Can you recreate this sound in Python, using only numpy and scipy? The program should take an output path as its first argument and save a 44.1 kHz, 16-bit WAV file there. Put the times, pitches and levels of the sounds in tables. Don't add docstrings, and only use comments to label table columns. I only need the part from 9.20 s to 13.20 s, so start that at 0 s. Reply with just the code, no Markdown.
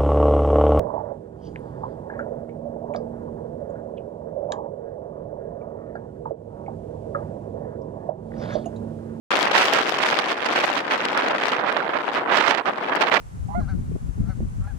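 import sys
import numpy as np
from scipy import signal
from scipy.fft import rfft, irfft
from scipy.io import wavfile
from scipy.ndimage import uniform_filter1d

SR = 44100
rng = np.random.default_rng(int(sys.argv[2]) if len(sys.argv) > 2 else 0)


def transcribe(u):
    v = np.clip(np.atleast_2d(u).T, -1, 1)
    q = np.round(v * 32767).astype(np.int16)
    wavfile.write(sys.argv[1], SR, q)


N = 176400
TIME_S = np.arange(N) / SR
BIN_HZ = np.arange(N // 2 + 1) * SR / N

# time_s, body_db, treble_db
LEFT_GUSTS = [(.12, -18, -30), (.16, -21, -30.5), (.2, -25.5, -34), (.225, -17, -26), (.28, -24, -36),
              (.38, -16.5, -26.5), (.46, -22, -28), (.54, -19, -37), (.64, -23.5, -34.5),
              (.81, -23.5, -35.5), (.87, -21, -31), (1.07, -23.5, -40), (1.11, -21, -33.5),
              (1.14, -29.5, -45), (1.23, -26.5, -48), (1.32, -22, -33.5), (1.57, -23.5, -34.5),
              (1.66, -29.5, -50), (1.72, -20.5, -31), (1.78, -25.5, -39.5), (1.98, -23, -38.5),
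              (2.13, -23, -39.5), (2.19, -25.5, -40.5), (2.27, -20.5, -31.5), (2.41, -29, -51),
              (2.58, -26.5, -46.5), (2.63, -29, -58), (2.87, -27, -51), (2.88, -16.5, -51),
              (2.91, -34, -53), (2.95, -23.5, -33), (3.05, -28, -62), (3.19, -21, -39), (3.24, -30, -50),
              (3.31, -23.5, -44), (3.435, -40, -72), (3.49, -21.5, -56), (3.54, -33, -53),
              (3.61, -26.5, -46), (3.84, -21, -45), (3.86, -26.5, -54), (3.97, -25, -43), (3.99, -31, -50)]
RIGHT_GUSTS = [(0.12, -21.5, -34.5), (0.2, -22.5, -39), (0.3, -21, -43), (0.338, -23, -33),
               (0.348, -12.5, -26), (0.375, -15.5, -24), (0.47, -20.5, -32.5), (0.51, -30, -40),
               (0.53, -20, -28), (0.61, -17.5, -28), (0.63, -35, -48), (0.69, -21.5, -29.5),
               (0.71, -31, -37.5), (0.765, -22.5, -36), (0.795, -27, -36), (0.805, -20, -37),
               (0.83, -16, -22), (0.845, -21, -41), (0.86, -20, -29), (0.9, -26.5, -35), (0.93, -15, -28.5),
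               (0.945, -26, -34), (0.982, -28, -45), (0.99, -14, -22.5), (1.01, -26.5, -40),
               (1.07, -28, -40), (1.11, -21, -29), (1.15, -31, -47.5), (1.26, -22.5, -32.5),
               (1.29, -21.5, -43), (1.34, -26, -36), (1.36, -18, -29), (1.408, -21, -38), (1.428, -23, -31),
               (1.438, -13.5, -27.5), (1.448, -9, -27), (1.457, -44, -42), (1.49, -18.5, -36),
               (1.53, -31, -58), (1.58, -18, -26.5), (1.62, -34, -52), (1.705, -27, -43),
               (1.72, -13, -32.5), (1.79, -32, -47), (1.81, -23, -40), (1.94, -28, -47), (1.95, -19, -41),
               (2.0, -18.5, -35.5), (2.02, -22, -44), (2.05, -21, -38), (2.15, -22, -52), (2.18, -31, -42),
               (2.2, -22.5, -39), (2.315, -27.5, -41), (2.325, -16, -34), (2.36, -24.5, -41),
               (2.45, -20.5, -52), (2.49, -17, -33.5), (2.53, -24, -50), (2.59, -19, -39.5),
               (2.64, -28, -51), (2.68, -21, -48), (2.715, -25.5, -49), (2.755, -18.5, -41.5),
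               (2.85, -35, -49.5), (2.89, -24, -43), (2.93, -33, -67), (2.97, -17, -37), (3.01, -25.5, -48),
               (3.055, -33.5, -75), (3.065, -22, -56), (3.12, -15, -34.5), (3.16, -15, -26.5),
               (3.21, -16, -30.5), (3.25, -19, -33.5), (3.275, -14, -28), (3.31, -15.5, -24.5),
               (3.32, -17, -35.5), (3.35, -21, -35.5), (3.36, -25, -46), (3.38, -17.5, -31),
               (3.4, -21, -41), (3.42, -33, -65), (3.447, -42, -64), (3.458, -18.5, -38),
               (3.49, -15.5, -36.5), (3.512, -32.5, -59), (3.7, -25, -47), (3.713, -22.5, -56),
               (3.733, -12.5, -40), (3.747, -46, -52), (3.772, -11, -29), (3.785, -31, -60),
               (3.806, -26, -38.5), (3.818, -10.5, -21), (3.835, -19, -35), (3.865, -23.5, -45),
               (3.887, -16, -26), (3.895, -17, -46), (3.91, -36, -54), (3.917, -12.5, -26),
               (3.973, -14.5, -29), (3.99, -29.5, -44)]
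# frequency_hz, density_db
LEFT_SPECTRUM = [(60, -35), (130, -51), (280, -8.5), (600, 2), (800, 2), (1400, -3), (2200, -8.5),
                 (3200, -14), (5000, -27), (7500, -42.5), (10000, -53), (16000, -63)]
RIGHT_SPECTRUM = [(60, -42), (130, -40), (280, -11.5), (600, -0.5), (900, 1.5), (1600, -1), (2200, -6),
                  (3200, -12.5), (5000, -26), (7500, -41.5), (10000, -52.5), (16000, -64)]
def wind_at_ports():
    ports = np.array([turbulence(LEFT_GUSTS, LEFT_SPECTRUM) + crackle(LEFT_GUSTS),
                      turbulence(RIGHT_GUSTS, RIGHT_SPECTRUM) + crackle(RIGHT_GUSTS)])
    crosstalk = signal.sosfilt(signal.butter(2, 2380, fs=SR, output="sos"), ports[::-1])
    return ports + undb(-20) * crosstalk


# rate_per_s, spread_db
EDDIES = [(70, 2), (220, 4), (700, 3.5)]
# frequency_hz, depth_factor
EDDY_DEPTH = [(150, 0.27), (400, 0.81), (900, 1.1), (2500, 1.21), (5000, 1.93), (10000, 2.3)]
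# frequency_hz, weight_factor
BRIGHTENING = [(250, -0.1), (900, -0.21), (2000, 0.25), (4500, 0.78), (8000, 1.5), (16000, 1.87)]
def turbulence(gusts, spectrum, usual_treble_db=-20.5, flicker_db=3.5, gain_db=.44):
    body_db = over_time(gusts)
    bright_db = over_time(gusts, column=2) - body_db - usual_treble_db
    broken = intermittency(gusts)
    eddies_db = broken * sum(db * wander(rate) for rate, db in EDDIES)
    air = noise_spectrum(spectrum, unit_band_hz=(300, 2500))
    octaves = np.log2(np.clip(BIN_HZ, 125, 16000))
    rush = 0
    for hz in 125 * 2 ** np.arange(8):
        band = irfft(air * np.maximum(1 - abs(octaves - np.log2(hz)), 0), N)
        shake = flutter(over_hz(EDDY_DEPTH, hz) * eddies_db + flicker_db * broken * wander(47))
        rush += band * shake * undb(body_db + over_hz(BRIGHTENING, hz) * bright_db)
    return rush * undb(gain_db)


# body_db, share_factor
INTERMITTENCY = [(-32.5, 1.0), (-18, 0.76), (-20.5, 0.38)]
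def intermittency(gusts):
    return np.interp(over_time(gusts), *np.array(INTERMITTENCY).T)


# frequency_hz, density_db
BURST_SPECTRUM = [(200, 3), (700, 9.5), (1800, 2.5), (3500, -2.5), (6000, -14), (9000, -25.5), (16000, -41)]
def crackle(gusts, rate_per_s=140, decay_s=.00059, spread_db=8, gain_db=-3):
    sizes = undb(spread_db * np.minimum(rng.standard_normal(N), 1.76))
    strikes = (rng.random(N) < rate_per_s / SR) * sizes
    envelope = signal.lfilter([1], [1, -np.exp(-1 / (decay_s * SR))], strikes)
    bursts = envelope * rng.standard_normal(N)
    ticks = irfft(rfft(bursts) * undb(over_hz(BURST_SPECTRUM, BIN_HZ)), N)
    return ticks / ticks.std() * intermittency(gusts) * undb(over_time(gusts, column=2) + gain_db)


# start_s, level_db, left_minus_right_db, tilt_db_per_octave
SNAPS = [(0.162, -2, 17, 2), (0.1694, -6, 16, 2), (0.1906, -3, 15, 2.5), (0.221, -5, 11, 3.5),
         (0.2291, -5, 16, 3.5), (0.2463, -10, 12, 0.5), (0.4531, -12, 8, 6.5), (0.5358, -4.5, -17, 6),
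         (.697, -11, -6, 2.5), (0.8675, -10, 15, 3), (.989, -3, -14, 1.5), (1.262, -6, 17, 0),
         (1.3101, -5.5, 5, -3.5), (1.389, -7.5, 10, 3), (1.854, -6.5, 30, 2.5), (1.9763, -6.5, 20, 2),
         (2.085, -9, 21, 1), (2.526, -11.5, 16, 1), (2.5705, -21, -7, 0.5), (2.8807, -4, 10, -10),
         (2.942, -11.5, 1, -2), (3.155, -11, -16, 0), (3.7566, -8.5, 19, 3)]
def snaps(decay_s=.00046, tilt_from_hz=1600, size=1024):
    out = np.zeros((2, N))
    hz = np.arange(size // 2 + 1) * SR / size
    octaves_up = np.log2(np.maximum(hz / tilt_from_hz, 1))
    envelope = np.exp(-np.arange(size) / SR / decay_s)
    for start_s, level_db, pan_db, tilt_db in SNAPS:
        burst = rfft(rng.standard_normal(size) * envelope) * undb(over_hz(BURST_SPECTRUM, hz))
        burst *= np.linalg.norm(envelope) / np.linalg.norm(irfft(burst))
        tick = np.roll(irfft(burst * undb(tilt_db * octaves_up)), size // 2)
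        port_gains = undb(level_db + np.minimum([pan_db, -pan_db], 0))
        at = int(start_s * SR) - size // 2
        out[:, at:at + size] += np.outer(port_gains, tick)
    return out


# frequency_hz, density_db
RUMBLE_SPECTRUM = [(25, -28), (50, -37), (90, -17), (160, -6.5), (280, 2.5), (500, 1.5), (900, -15),
                   (2000, -49)]
def rumble(gain_db=-26, gust_share=.6, flutter_db=2.1, lag_s=.0001):
    air = irfft(noise_spectrum(RUMBLE_SPECTRUM, unit_band_hz=(80, 300)), N)
    mean_gust_db = (over_time(LEFT_GUSTS) + over_time(RIGHT_GUSTS)) / 2
    air *= undb(gust_share * mean_gust_db + gain_db) * flutter(flutter_db * wander(68))
    return np.array([np.interp(TIME_S - lag_s, TIME_S, air), air])


# frequency_hz, density_db
SEA_SPECTRUM = [(100, -19), (500, 16.5), (1500, -22), (4000, -23), (8000, -12.5), (16000, -29)]
def sea(level_db=-53.5, swell_db=1.1):
    wash = np.array([irfft(noise_spectrum(SEA_SPECTRUM, unit_band_hz=(0, SR)), N) for _ in range(2)])
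    return wash * undb(level_db) * flutter(swell_db * wander(3))


def noise_spectrum(shape, unit_band_hz):
    low_hz, high_hz = unit_band_hz
    infrasound_cut = BIN_HZ ** 2 / (BIN_HZ ** 2 + 20 ** 2)
    bins = rfft(rng.standard_normal(N)) * undb(over_hz(shape, BIN_HZ)) * infrasound_cut
    return bins / irfft(bins * (BIN_HZ > low_hz) * (BIN_HZ < high_hz), N).std()


def wander(rate):
    passband = np.exp(-2 * (BIN_HZ / rate) ** 2) * BIN_HZ ** 2 / (BIN_HZ ** 2 + (rate / 7) ** 2)
    curve = irfft(rfft(rng.standard_normal(N)) * passband, N)
    return curve / curve.std()


def flutter(db):
    limit_db = 2.4 * db.std() + 1e-9
    gain = undb(limit_db * np.tanh(db / limit_db))
    return gain / np.sqrt(uniform_filter1d(gain ** 2, size=2200))


def undb(db):
    return 10 ** (np.asarray(db) / 20)


def over_hz(table, hz):
    knots_hz, values = np.array(table, float).T
    return np.interp(np.log(np.maximum(hz, 1)), np.log(knots_hz), values)


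def over_time(table, column=1):
    rows = np.array(table, float)
    return np.interp(TIME_S, rows[:, 0], rows[:, column])


def scene(low_cut_hz=222):
    low_cut = signal.butter(3, low_cut_hz, "high", fs=SR, output="sos")
    return signal.sosfilt(low_cut, wind_at_ports() + snaps()) + rumble() + sea()


def record(dry, opens_s=.1055, top_hz=16100):
    gate = np.clip((TIME_S - opens_s) / .001, 0, 1)
    high_cut = signal.ellip(10, .2, 80, top_hz, fs=SR, output="sos")
    return signal.sosfilt(high_cut, np.clip(dry * gate, -1, 1))


dry = scene()
out = record(dry)
transcribe(out)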